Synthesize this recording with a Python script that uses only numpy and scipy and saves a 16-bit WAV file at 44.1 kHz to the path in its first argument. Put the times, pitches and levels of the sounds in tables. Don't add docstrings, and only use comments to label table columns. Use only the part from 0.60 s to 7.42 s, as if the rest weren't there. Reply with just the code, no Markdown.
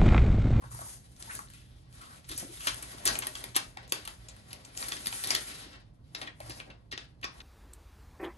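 import sys
import numpy as np
from scipy import signal
from scipy.fft import rfft, irfft, next_fast_len
from scipy.io import wavfile

SR = 44100
rng = np.random.default_rng(int(sys.argv[2]) if len(sys.argv) > 2 else 0)


def boost(x):
    u = np.asarray(x, float) / 20
    return 10 ** u


def wrap_up_sound(samples):
    columns = np.atleast_2d(samples).T
    tamed = np.clip(columns, -1, 1)
    steps = np.round(tamed * 32767).astype(np.int16)
    wavfile.write(sys.argv[1], SR, steps)


N = 300762


def at_hz(points, hz):
    points = np.array(points, float)
    return np.interp(np.log(hz + 1), np.log(points[:, 0] + 1), points[:, 1])


def rms_one(x):
    return x / np.sqrt(np.mean(x ** 2) + 1e-20)


def peak_one(x):
    return x / np.max(np.abs(x))


def band(x, low_hz, high_hz, order=2):
    sos = signal.butter(order, [low_hz, high_hz], "band", fs=SR, output="sos")
    return signal.sosfilt(sos, x)


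def resonate(x, hz, width_hz):
    r = np.exp(-np.pi * width_hz / SR)
    feedback = [1, -2 * r * np.cos(2 * np.pi * hz / SR), r * r]
    return signal.lfilter(np.array([1, 0, -1]) * (1 - r * r) / 2, feedback, x)


def drift(rate_hz):
    knots = rng.standard_normal(800)
    return np.interp(np.arange(N) / SR * rate_hz, np.arange(800), knots)


def grains(shape, spread_db):
    size_db = spread_db * np.minimum(rng.exponential(1, shape), 6)
    return rng.standard_normal(shape) * boost(size_db)


def stroke_power(rows, rise, fall):
    t = np.arange(0, N + 40, 40) / SR
    power = 0
    for s, hold, db in rows:
        below_db = np.maximum(0, np.maximum(rise * (s - t), fall * (t - s - hold)))
        power = power + boost(2 * (db - below_db))
    return np.interp(np.arange(N) / SR, t, power)


def creases():
    # (time [s], peak [dB], sheet resonance [Hz], sizzle [dB re peak],
    # crunch [dB re peak])
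    press = [
        (0.021, -52, 1000, -11, -1),
        (0.039, -47.5, 880, -16, -12),
        (0.113, -51, 980, -6, -16),
        (0.147, -49.5, 1040, 0, -14),
        (0.189, -46, 1080, -3, -11),
        (0.214, -47, 990, -3, -1),
        (0.272, -60, 960, 6.5, -4),
    ]
    slide = [(0.563, -45, 5470, -11, -10), (0.6235, -34, 4860, -35, -15), (0.7091, -39, 1720, -14, -18),
             (0.7496, -48, 1710, 6.5, 13), (0.7896, -39, 1210, -5, -29), (0.8728, -51, 2200, -20, -6),
             (0.8998, -50.5, 1670, -6, -13), (0.9344, -52, 2260, -4, -1), (1.3256, -49, 4500, -7, -10),
             (1.3603, -61, 1640, -13, -7), (1.4127, -48.5, 2100, -6, 3)]
    # (time [s], peak [dB], sheet resonance [Hz], sizzle [dB re peak], crunch [dB re peak])
    lift = [(1.6423, -47.5, 3540, -21, 3), (1.6894, -33, 3300, -5.5, -0.5), (1.7125, -33, 3440, -8, 26),
            (1.7759, -32.5, 5820, 0.5, 6.5), (1.7967, -38, 5710, 0, 19), (1.9736, -45.5, 3680, -18, -9.5),
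            (2.0053, -36, 2710, -5, -10), (2.0694, -20, 3050, -8, -2), (2.0759, -28.5, 2970, -40, -4.5),
            (2.0822, -23, 3610, -35, -9.5), (2.143, -42.5, 6130, 2, -9.5), (2.2242, -37.5, 2330, 1, -1.5),
            (2.3301, -49.5, 1450, -22, -3.5), (2.3823, -37, 4170, -11, -8)]
    # (time [s], peak [dB], sheet resonance [Hz], sizzle [dB re peak], crunch [dB re peak])
    shake = [(2.4525, -18, 6050, -5.5, -0.5), (2.4625, -21, 6200, -18, 13.5),
             (2.4748, -10.5, 5080, -8, -6.5), (2.553, -23.5, 3040, -13, -7.5),
             (2.5878, -28, 6340, 0.5, -11), (2.6203, -30.5, 2500, -14.5, -1), (2.6342, -34, 1440, -11, -7),
             (2.6455, -36, 4030, -10, -12), (2.6681, -25.5, 3710, -3.5, -18),
             (2.7522, -27.5, 3060, -13, -8), (2.783, -39, 6700, -22, -12), (2.8392, -26, 4120, -6, -16),
             (2.9451, -34, 2900, -13, 3), (2.9549, -24, 3470, -40, -6.5), (2.9622, -18, 2900, -3.5, -1.5)]
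    # (time [s], peak [dB], sheet resonance [Hz], sizzle [dB re peak], crunch [dB re peak])
    fold = [(3.1707, -34, 2000, -17, -17), (3.2767, -47, 6740, -8, -9), (3.2922, -47, 6720, -33, 9),
            (3.3207, -17, 2700, -8, -23), (3.341, -57, 1490, -11, -17), (3.4509, -37.5, 3280, -5.5, -4),
            (3.4746, -29.5, 3260, -6.5, -7), (3.6847, -38, 6800, -15.5, -3), (3.764, -51, 1460, -7, -8),
            (3.905, -40.5, 3200, -16, 16), (3.9291, -35, 3350, -7.5, -10), (4.0482, -39.5, 6900, -40, -6.5)]
    # (time [s], peak [dB], sheet resonance [Hz], sizzle [dB re peak], crunch [dB re peak])
    peel = [(4.15, -47, 1970, -19, -15), (4.1736, -25, 6500, -15, -33), (4.225, -28, 2480, -20, -27),
            (4.2405, -34, 3000, -12, -4), (4.283, -25.5, 3900, -6, -18), (4.2879, -27, 6560, -5.5, -13),
            (4.3191, -24, 3200, -15, -10), (4.366, -29.5, 3630, -14, -8), (4.4578, -24.5, 4350, -9, -9),
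            (4.4685, -23, 3720, -6, -11.5), (4.525, -30, 2400, -7.5, -22), (4.6377, -21.5, 4200, -9, -18.5),
            (4.6425, -23.5, 3730, -18, -13.5), (4.6712, -21.5, 5500, -8, -15),
            (4.7045, -13, 4550, -12, -13), (4.7127, -30, 2210, -8, 1.5), (4.7488, -16, 3640, -10, -12),
            (4.7625, -24, 4300, -16, -12), (5.129, -42, 3910, -20, -6)]
    # (time [s], peak [dB], sheet resonance [Hz], sizzle [dB re peak], crunch [dB re peak])
    flex = [(5.5477, -28, 3400, -17, -7.5), (5.6142, -32, 3170, -15, -3), (5.6275, -38, 1790, -19, -1),
            (5.672, -36.5, 2210, -18.5, -12), (5.8018, -39.5, 3370, -8, -15), (5.895, -35, 4550, -8.5, 1),
            (5.9054, -36, 2140, -24, -12), (5.9998, -33.5, 2440, -18, -8.5), (6.1, -42, 2500, -24, -1),
            (6.3155, -37.5, 3070, -16, -4), (6.3243, -30, 2830, -21, -6.5),
            (6.3757, -26.5, 3270, -18.5, -12), (6.6133, -51.5, 3470, -9, -7), (6.6277, -33.5, 2670, -18, 5),
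            (6.6419, -25, 2300, -16.5, -9.5), (6.78, -54, 3400, -13, -7), (6.8025, -38, 3000, -24, -4.5)]
    # (creases, thud [dB re peak], reach of the sound around the sheet resonance [ratio])
    gestures = [(press, 0.66, 1.6), (slide, -23, 2.2), (lift, -19, 2.03), (shake, -26, 2.7),
                (fold, -16, 2.13), (peel, -23.5, 2.16), (flex, -16, 1.68)]
    return [(s, db, hz, thud_db, sizzle_db, crunch_db, reach)
            for rows, thud_db, reach in gestures
            for s, db, hz, sizzle_db, crunch_db in rows]


def snaps(spread_db=3.5, crack_s=0.002, swell_s=0.0031, crunch_s=0.013, ring_db=3, q=3.1):
    out, t, rows = np.zeros((3, N + 4000)), np.arange(4000) / SR, creases()
    slips = grains((len(rows), 4000), spread_db)
    crunch = np.exp(-(t / crunch_s) ** 1.7) * (1 - np.exp(-t / swell_s))
    for k, (row, slip) in enumerate(zip(rows, slips)):
        s, db, hz, thud_db, sizzle_db, crunch_db, reach = row
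        sharp = boost(-0.6 * (crunch_db + 9.5))
        fringe_s = crack_s * np.clip(boost(0.2 * (crunch_db + 4)), .4, 1)
        fringe = np.maximum(1 + (t - crack_s) / fringe_s, 0)
        crack = (fringe * np.exp(1 - fringe)) ** 2
        force = 0.28 * sharp * crack * rms_one(slip)
        force += 0.24 * boost(crunch_db) * crunch * rms_one(slip[::-1])
        force[84] += sharp * 0.68
        body = band(force, max(hz / (1.45 * reach), 700), min(reach * hz, 9000), order=3)
        sheet = peak_one(body + boost(ring_db) * resonate(force, hz, hz / q))
        thud = peak_one(band(force, 220, 1000))
        sizzle = peak_one(band(force * (.5 + crack), 6200, 16500, order=3))
        snap = sheet + boost(thud_db - 2.5) * thud + boost(sizzle_db + 8.5) * sizzle
        at = round(s * SR)
        out[k % 3, at:at + 4000] += boost(db + 4.0) * snap
    return out[:, :N]


def crackles(spread_db=4.0, edge_s=0.0037, q=3.9):
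    # (time [s], length [s], rms level [dB],
    # patch resonance [Hz])
    patch_rolls = [(0.038, 0.0079, -57.5, 900), (0.117, 0.0044, -64, 1000), (0.143, 0.0085, -60, 1140),
                   (0.263, .012, -57, 890), (0.666, 0.024, -62, 925), (0.693, 0.014, -45, 1590),
                   (0.704, 0.017, -51, 2410), (0.746, 0.0085, -50, 1700), (0.754, 0.023, -53, 4540),
                   (0.763, 0.03, -61, 6100), (.790, .005, -48, 1270), (0.883, .003, -60, 4000),
                   (1.704, 0.043, -49.5, 3520), (1.761, 0.042, -45.5, 5440), (1.973, .004, -47, 3740),
                   (2.001, 0.056, -50.5, 2950), (2.089, 0.0044, -39, 4480), (2.982, 0.0072, -43.5, 1430),
                   (3.169, 0.0044, -49.5, 730), (3.342, 0.0061, -57.5, 1430), (3.474, 0.0058, -49, 1150),
                   (4.527, .008, -51, 1500), (4.747, 0.014, -35.5, 3540), (5.615, 0.022, -47, 3400),
                   (5.667, 0.012, -44, 3200), (5.672, 0.014, -44, 2080), (5.81, 0.005, -53, 2150),
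                   (5.908, 0.013, -48, 4550), (5.993, 0.016, -49, 2670), (6.313, 0.023, -46, 4500),
                   (6.64, 0.012, -40, 4960), (6.641, 0.019, -50, 1100),
                   (0.948, .07, -67, 3000), (1.03, 0.089, -72, 3220), (1.11, 0.081, -72, 3500),
                   (1.403, 0.04, -59, 1230), (1.41, 0.044, -62.5, 2980), (1.468, 0.076, -60.5, 1400),
                   (1.704, 0.025, -54, 297), (1.822, .012, -51, 536), (1.833, 0.021, -54.5, 310),
                   (1.88, 0.056, -57.5, 330), (2.465, .02, -30.5, 4500), (2.484, 0.0079, -36, 1480),
                   (2.552, 0.0045, -45.5, 7900), (2.614, 0.0073, -50, 2680), (2.948, .008, -39, 3500),
                   (4.169, 0.0066, -45.5, 6500), (4.173, .006, -46, 6500), (4.316, 0.017, -43.5, 3350),
                   (4.37, 0.0043, -46.5, 3220), (4.649, 0.033, -47, 3980), (4.675, 0.016, -45.5, 3450),
                   (4.708, 0.0045, -36, 2080), (4.726, .025, -42, 3420), (5.616, 0.016, -53.5, 686),
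                   (5.85, .045, -60, 4700), (5.915, .07, -58, 4700), (3.175, .015, -54, 1700),
                   (3.3215, .002, -34, 6200), (.713, .004, -47, 1750), (.215, .004, -53, 700),
                   (.19, .004, -54, 600)]
    rolls = patch_rolls
    out, t = np.zeros((3, N + 4000)), np.arange(4000) / SR
    slips = grains((len(rolls), 4000), spread_db)
    for k, ((s, length, db, hz), slip) in enumerate(zip(rolls, slips)):
        roll = np.clip(np.minimum(t, length + 2 * edge_s - t) / edge_s, 0, 1) ** 2
        patch = rms_one(resonate(resonate(slip, hz, 2 * hz / q), hz, hz / q))
        at = round((s - edge_s / 2) * SR)
        out[k % 3, at:at + 4000] += boost(db) * roll * patch
    return out[:, :N]


def rubbing_db(share=None, settle_db=0, sizzle=0):
    # (time [s], hold [s], rustle level [dB], dull share [dB], bright share [dB])
    rubs = [(0.012, 0.021, -59.5, -3, 8), (0.111, 0.22, -59.5, -5, 18), (0.414, .16, -70.5, -9, 10.5),
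            (0.597, 0.11, -56.5, -4, 9), (0.685, 0.08, -56.5, -3.5, 14.5), (0.893, 0.091, -62.5, -32, 7),
            (.97, .22, -69, -8, 6), (1.21, .11, -72, -4, -8), (1.338, 0.21, -58.5, -4, 8),
            (1.687, 0.65, -55.5, -10, 11), (2.051, 0.034, -43, -12.5, 11.5), (2.145, 0.73, -56, -1.5, 5),
            (2.438, 0.15, -57.5, 7, 13), (2.745, 0.025, -51.5, -10, 12.5), (3.055, 0.2, -65.5, -3, -8),
            (3.176, 0.037, -65.5, 6, 4.5), (3.425, 1, -62.5, -2.5, 4.5), (3.885, 0.07, -72.5, 13.5, 18),
            (4.177, 0.2, -50, -5, 11.5), (4.459, 0.36, -50, -14, 11.5), (4.846, 0.13, -50, -9.5, 6.5),
            (4.996, 0.14, -56, -3, -2), (5.454, 0.11, -71, -22, 3), (5.567, 0.067, -62, 11.5, 13),
            (5.811, 0.16, -61.5, 2.5, 11.5), (6.069, 0.039, -76.5, 18.5, 5.5), (6.755, 0.083, -65.5, 4, 7)]
    rows = [(row[0], row[1], row[2] + (row[share] if share else 0)) for row in rubs]
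    strokes = stroke_power(rows, rise=393, fall=205)
    rows = [(row[0], 0, row[1] - 28.5 + settle_db + sizzle * row[4]) for row in creases()]
    settling = stroke_power(rows, rise=3000, fall=60 / 0.37)
    still_db = -82
    return 10 * np.log10(strokes + settling + boost(2 * still_db))


def rustle(spread_db=3.5, clump_db=3.0, patch_db=1.7):
    level_db = rubbing_db()
    dull_db = rubbing_db(share=3, settle_db=-4) - level_db
    bright_db = rubbing_db(share=4, settle_db=17, sizzle=1) - level_db
    # (low edge [Hz], high edge [Hz], share [dB])
    parts = [(198, 697, dull_db - 0.5), (620, 2310, dull_db - 4.5), (1400, 3800, -0.7),
             (2830, 5440, 0.5), (5600, 21900, bright_db)]
    out = np.zeros((3, N))
    clumps = boost(clump_db * drift(70))
    for k, (low, high, share_db) in enumerate(parts):
        patch = rms_one(band(clumps * grains(N, spread_db), low, high, order=3))
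        out[k % 3] += boost(level_db + share_db - 9.5 + patch_db * drift(30)) * patch
    return out


def pats(t60=0.049, rise_s=0.0012):
    # (time [s], peak [dB], pitch [Hz])
    blows = [(0.186, -70, 202), (1.701, -53, 277), (1.748, -47.5, 295), (1.822, -40.5, 243),
             (1.868, -51, 303), (1.907, -49.5, 305), (2.068, -37.5, 523), (2.339, -47.5, 283.4),
             (2.459, -35, 340), (2.837, -42, 553), (2.956, -33.5, 296), (3.321, -35.5, 540),
             (4.317, -44, 360), (4.465, -47, 220), (4.702, -55, 226), (5.062, -46, 274), (5.615, -41, 500),
             (5.802, -40.5, 596), (5.894, -44.5, 279), (6.327, -44, 273), (6.641, -39.5, 407)]
    out, t = np.zeros(N + 6000), np.arange(6000) / SR
    for (s, db, hz), puff in zip(blows, rng.standard_normal((len(blows), 6000))):
        blow = puff * boost(-60 * t / t60) * (1 - np.exp(-t / rise_s))
        ring = resonate(resonate(blow, hz, hz / 2.8), hz, hz / 0.7)
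        out[round(s * SR):][:6000] += boost(db) * peak_one(ring)
    return out[:N]


def desk(hum_db=-60.5):
    # (frequency [Hz], width [Hz])
    modes = [(53, 22), (117, 13.5)]
    # (time [s], first mode [dB], second mode [dB])
    shoves = [(.065, -45.5, -47), (.14, -56, -44), (0.175, -62, -42.5), (.21, -60, -48), (.51, -54, -63),
              (1.1, -52, -62), (1.702, -50, -52.5), (2.11, -54, -51), (2.51, -50, -50), (3.08, -53, -67),
              (3.28, -56, -68), (3.59, -56, -75), (3.72, -55, -70), (4.05, -68, -67), (4.37, -59, -67),
              (5.301, -50.5, -69), (5.85, -52, -51.5), (6.1, -53, -65)]
    out = 0
    for k, (hz, width_hz) in enumerate(modes):
        noise = rng.standard_normal(N)
        mode = rms_one(resonate(resonate(noise, hz, width_hz), hz, 2 * width_hz))
        leans = stroke_power([(row[0], 0, row[k + 1]) for row in shoves], rise=306, fall=129)
        out = out + np.sqrt(boost(2 * hum_db) + leans) * mode
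    return out


def room_echoes(onset_s=.003):
    # (frequency [Hz], T60 [s])
    room_t60 = [(200, 0.25), (1000, 0.22), (4000, 0.25), (10000, 0.074), (16000, 0.014)]
    t, out = np.arange(22050) / SR, 0
    for low in 100 * 2.0 ** np.arange(8):
        octave = band(rng.standard_normal((2, 3, len(t))), low, min(2 * low, 20000))
        out = out + octave * boost(-60 * t / at_hz(room_t60, np.sqrt(2) * low))
    out = out * (1 - np.exp(-(t / onset_s) ** 2))
    return out / np.sqrt(np.sum(out ** 2) / 6)


def room_tone(size, hz):
    # (frequency [Hz], level [dB per Hz])
    air_colour = [(15, -43.5), (25, -32), (43, -7), (64, -5), (81, -7.5), (123, -7), (169, -9.5),
                  (192, -13.5), (225, -15), (263, -19), (578, -29), (1830, -49), (13000, -60)]
    air = rfft(rng.standard_normal((2, size))) * boost(at_hz(air_colour, hz))
    return air * boost(-66) / np.std(band(irfft(air[0], size), 200, 1000))


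def scene():
    # (frequency [Hz], colour [dB])
    port = [(30, -5), (310, 2), (400, 0), (1000, 6.5), (3000, -2.5), (6000, -1.5), (8500, 0), (10500, 12.5),
            (12000, -6), (13200, -20.5), (16000, -23)]
    # (frequency [Hz], left lead [rad])
    lead = [(0, 0), (1460, 3.3), (4310, 7.6), (6460, 12.9), (8610, 12.6), (9730, 9.9), (10500, 9.3),
            (11600, 6.5), (12800, 5.7), (16400, 5.5)]
    # (frequency [Hz], left minus right [dB])
    left_db = [(60, -3.5), (150, -3), (380, 1.5), (950, 2.5), (2380, 2), (5980, 4.5), (15000, 0)]
    # (frequency [Hz], likeness of the diffuse sound at the two ports [-1 to 1])
    likeness = [(60, .95), (250, .75), (600, .1), (5000, .05), (8000, .5), (9800, .95), (10600, .95),
                (12000, .65)]
    size = next_fast_len(N + 22050)
    hz = np.arange(size // 2 + 1) * SR / size
    sharp = rfft(snaps() + crackles() + pats() / 3, size)
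    wide = rfft(rustle(), size)
    echoes = (boost(-8) * sharp + boost(3.5) * wide) * rfft(room_echoes(), size)
    diffuse = np.sum(echoes, axis=1) + room_tone(size, hz)
    alike = at_hz(likeness, hz)
    common = np.sqrt(1 + alike) * diffuse[0]
    apart = np.sqrt(1 - alike) * diffuse[1]
    side = np.array([[.5], [-.5]])
    colour = boost(at_hz(port, hz) + side * at_hz(left_db, hz))
    ports = colour * np.exp(1j * side * np.interp(hz, *np.transpose(lead)))
    direct = np.sum(sharp + boost(-8.5) * wide, axis=0)
    heard = irfft(ports * (direct + (common + 2 * side * apart) / np.sqrt(2)), size)[:, :N]
    return heard + desk() * boost([[-1.2], [1.2]])


def low_pass(x):
    return signal.sosfilt(signal.butter(12, 16800, fs=SR, output="sos"), x)


def record(dry):
    # (low edge [Hz], high edge [Hz], threshold [dB re mid range])
    treble_gates = [(9750, 10450, -2), (10450, 10900, -8), (10900, 11300, -11), (11300, 11900, -11),
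                    (11900, 12600, -11), (12600, 13400, -14), (14400, 16000, -20)]
    turn = np.array([[1, 1], [1, -1]]) / np.sqrt(2)
    rounded = .6 * np.tanh(dry / .6)
    hz, _, frames = signal.stft(turn @ rounded, SR, nperseg=1024)
    power = np.abs(frames) ** 2
    middle = power[:, (hz > 1500) & (hz < 9000)].mean(axis=(0, 1))
    for low, high, gate_db in treble_gates:
        rows = (hz >= low) & (hz < high)
        is_open = power[:, rows].mean(axis=1) > boost(2 * gate_db) * middle
        frames[:, rows] *= is_open[:, None]
    frames[:, (hz >= 13400) & (hz < 14400) | (hz >= 16000)] *= boost(-40)
    mix = turn @ signal.istft(frames, SR, nperseg=1024)[1][:, :N]
    return low_pass(mix)


dry = scene()
out = record(dry)
wrap_up_sound(out)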